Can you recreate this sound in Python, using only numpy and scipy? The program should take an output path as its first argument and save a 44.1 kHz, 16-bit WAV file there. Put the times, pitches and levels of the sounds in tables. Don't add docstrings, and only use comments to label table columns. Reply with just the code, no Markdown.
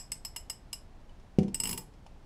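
import sys
import numpy as np
from scipy import signal
from scipy.fft import rfft, irfft
from scipy.io import wavfile

SR = 44100
rng = np.random.default_rng(int(sys.argv[2]) if len(sys.argv) > 2 else 0)


def dump(signal):
    limited = np.clip(np.atleast_2d(signal).T, -1, 1)
    pcm = np.round(limited * 32767).astype(np.int16)
    wavfile.write(sys.argv[1], SR, pcm)


N = 99269
LEAD = 4410
T = np.arange(SR // 2) / SR

# start_s, crack_db, ring_db, socket_extra_db, handle_extra_db, shimmer_extra_db
PAWL_DROPS = [(-.018, -36, -28, -19, -8, -10), (.1180, -37, -32, 0.5, -7, -7),
              (0.249, -38.5, -30, -7, -9.5, -8), (0.362, -38, -32.5, -15.5, 4, -4),
              (0.4981, -36.5, -32, -2, -0.5, -7), (0.7293, -38, -33, -13, 2, -4),
              (1.5438, -36, -34, 8, 0, 3.5), (1.6, -35.5, -30, 6.5, -0.5, -0.5),
              (1.6351, -35.5, -38, 11, 8, 11), (1.654, -37, -35, -5, 10, 4),
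              (1.6721, -38, -36.5, 3.5, 5.5, 9), (1.692, -34, -36.5, -22, -14, 10.5),
              (1.71, -38.5, -39, 6, 0, 12), (1.7283, -36.5, -37.5, -3.5, 5.5, 11),
              (1.7764, -36.5, -39, -12, 2, 9.5)]
# pitch_hz, level_db, t60_s
STEEL_MODES = [(5078, -4, 0.029), (5150, -5.5, 0.087), (5397, -6.5, 0.028), (7720, -4.5, 0.05),
               (8060, -14.5, 0.046), (11440, -13.5, 0.027), (11350, -16, 0.065), (11240, -16, .05)]
SOCKET_MAIN_MODE = [(7985, 4, 0.029)]
HANDLE_MODES = [(917, -27.5, .07), (2052, -18.5, 0.02), (2247, -20, .022), (2807, -10, 0.054),
                (2963, -6, 0.021)]
SHIMMER_MODES = [(11140, -8.5, .06), (14600, -14.5, 0.11), (14400, -18.5, 0.065), (14780, -20.5, 0.039)]
BENCH_MODES = [(95.8, -31.5, 0.12), (151.3, -28.5, 0.12), (167.5, -17, 0.1), (198, -16, 0.16),
               (228.7, -28.5, 0.28), (270.6, -22.5, 0.065), (309, -26, 0.15), (331.4, -21.5, 0.07),
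               (375, -19, 0.057), (426, -27, 0.12), (491, -30, 0.33), (571, -59, .14), (604, -35.5, 0.24),
               (752, -20, 0.16), (950, -17, .1)]
# start_s, level_db, contact_s
HANDLE_LANDINGS = [(1.3855, 0, 0.0022), (1.4110, -21, 0.0051), (1.4560, -34, 0.0013)]
# start_s, level_db, pitch_hz, ring_relative_db
LIGHT_TAPS = [(1.094, -65, 2970, 8), (1.198, -64, 5200, -11), (1.386, -39, 2868, -9),
              (1.431, -49, 2920, -12), (1.481, -53, 5280, -6.5), (1.938, -63, 5230, -10),
              (2.064, -55, 896, 2)]
# frequency_hz, density_db
CRACK_SPECTRUM = [(200, -10), (600, -4.5), (950, 3), (1400, -5.5), (2150, 2.5), (3800, -4), (5200, 2.5),
                  (6300, -2), (8000, 7.5), (9500, -1.5), (11300, 2.5), (13200, -9), (14500, -20),
                  (15500, -11.5)]
KNOCK_SPECTRUM = [(50, -4.5), (110, -3.5), (190, 0.5), (300, -10), (480, -11), (650, -28), (830, -13.5),
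                  (920, -6), (1050, -21), (1400, -51), (4000, -38.5)]
TAP_SPECTRUM = [(300, -1), (850, 9.5), (1500, -9.5), (2800, 2), (4000, -6.5), (6000, -5), (10000, -14.5),
                (15000, -37.5)]
RUMBLE_SPECTRUM = [(12, -11), (20, 2.5), (37, -3.5), (86, -13.5), (113, -14), (248, -21), (472, -27),
                   (873, -28), (1220, -35), (2990, -42.5), (4670, -45.5), (9670, -55), (16000, -66.5)]
# frequency_hz, t60_s
ROOM_DECAY = [(100, 0.45), (500, 0.36), (3000, 0.21), (8000, 0.24), (15000, 0.1)]


def pawl():
    rise_s, hold_s = 0.0015, 0.0022
    detune, spread_db = 0.0032, 0.2
    attack = 1 - np.exp(-(T / rise_s) ** 2)
    out = np.zeros(LEAD + N)
    for start_s, crack_db, ring_db, socket_db, handle_db, shimmer_db in PAWL_DROPS:
        parts = [(STEEL_MODES, 0), (SOCKET_MAIN_MODE, socket_db),
                 (HANDLE_MODES, handle_db), (SHIMMER_MODES, shimmer_db)]
        ring = 0
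        for modes, part_db in parts:
            for pitch_hz, mode_db, t60_s in modes:
                gain = from_db(ring_db + part_db + mode_db - spread_db * rng.normal())
                detuned_hz = pitch_hz * (1 + detune * rng.normal())
                tone = np.sin(2 * np.pi * (detuned_hz * T + rng.random()))
                ring += gain * decay(t60_s, hold_s) * tone
        crack = from_db(crack_db) * burst(CRACK_SPECTRUM, hold_s=0.0025, t60_s=0.035)
        add(out, start_s, attack * ring + crack)
    return out


def knocks():
    fast_start_s, fast_end_s, fade_s = 1.724, 1.74, 0.26
    out = np.zeros(LEAD + N)
    for start_s, *_ in PAWL_DROPS:
        away_s = max(fast_start_s - start_s, start_s - fast_end_s, 0)
        gain = from_db(-43.5) * np.exp(-away_s / fade_s)
        add(out, start_s, gain * burst(KNOCK_SPECTRUM, hold_s=0.012, t60_s=0.14))
    return out


def bench():
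    force = np.zeros(LEAD + N)
    for start_s, level_db, contact_s in HANDLE_LANDINGS:
        pulse = np.sin(np.pi * np.minimum(T / contact_s, 1)) ** 2
        add(force, start_s, from_db(level_db) * pulse / pulse.sum())
    response = sum(from_db(level_db) * decay(t60_s) * np.cos(2 * np.pi * pitch_hz * T)
                   for pitch_hz, level_db, t60_s in BENCH_MODES)
    return signal.fftconvolve(force, response)[:LEAD + N]


def taps():
    out = np.zeros(LEAD + N)
    for start_s, level_db, pitch_hz, ring_db in LIGHT_TAPS:
        contact = burst(TAP_SPECTRUM, hold_s=0.0025, t60_s=0.04)
        ring = from_db(ring_db) * decay(t60_s=0.072) * np.sin(2 * np.pi * pitch_hz * T)
        add(out, start_s, from_db(level_db) * (contact + ring))
    return out


def reverberation(source, delay_s=0.0024):
    white = rfft(rng.standard_normal(len(T)))
    hz = np.arange(len(white)) * SR / len(T)
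    edges_hz = np.geomspace(40, 20000, 13)
    tail = 0
    for low, high in zip(edges_hz, edges_hz[1:]):
        band = irfft(white * (hz >= low) * (hz < high), len(T))
        tail += band * decay(at_hz(ROOM_DECAY, np.sqrt(low * high)))
    tail *= T > delay_s
    tail /= np.sqrt(np.sum(tail ** 2))
    return signal.fftconvolve(source, tail)[:len(source)]


def rumble():
    return from_db(-50.5) * noise(RUMBLE_SPECTRUM, N)


def burst(spectrum, hold_s, t60_s):
    return noise(spectrum, len(T)) * decay(t60_s, hold_s)


def noise(spectrum, size):
    hz = np.arange(size // 2 + 1) * SR / size
    white = rfft(rng.standard_normal(size))
    coloured = irfft(white * from_db(at_hz(spectrum, hz)), size)
    return coloured / coloured.std()


def decay(t60_s, hold_s=0):
    return np.exp(-np.log(1000) * np.maximum(T - hold_s, 0) / t60_s)


def at_hz(table, hz):
    table_hz, values = np.transpose(table)
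    return np.interp(np.log(np.maximum(hz, 1)), np.log(table_hz), values)


def from_db(db):
    return 10 ** (np.asarray(db) / 20)


def add(out, start_s, sound):
    i = max(int(start_s * SR) + LEAD, 0)
    out[i:i + len(sound)] += sound[:max(len(out) - i, 0)]


def scene():
    tool = pawl() + knocks() + taps()
    thumps = bench()
    echo = from_db(-10) * reverberation(tool) + from_db(-9) * reverberation(thumps)
    return ((tool + thumps + echo)[LEAD:] + rumble())[None]


def record(dry):
    low_hz, high_hz = 6, 15700
    highpass = signal.butter(1, low_hz, "high", fs=SR, output="sos")
    lowpass = signal.ellip(10, 0.2, 80, high_hz, fs=SR, output="sos")
    return signal.sosfilt(lowpass, signal.sosfilt(highpass, dry))


dry = scene()
out = record(dry)
dump(out)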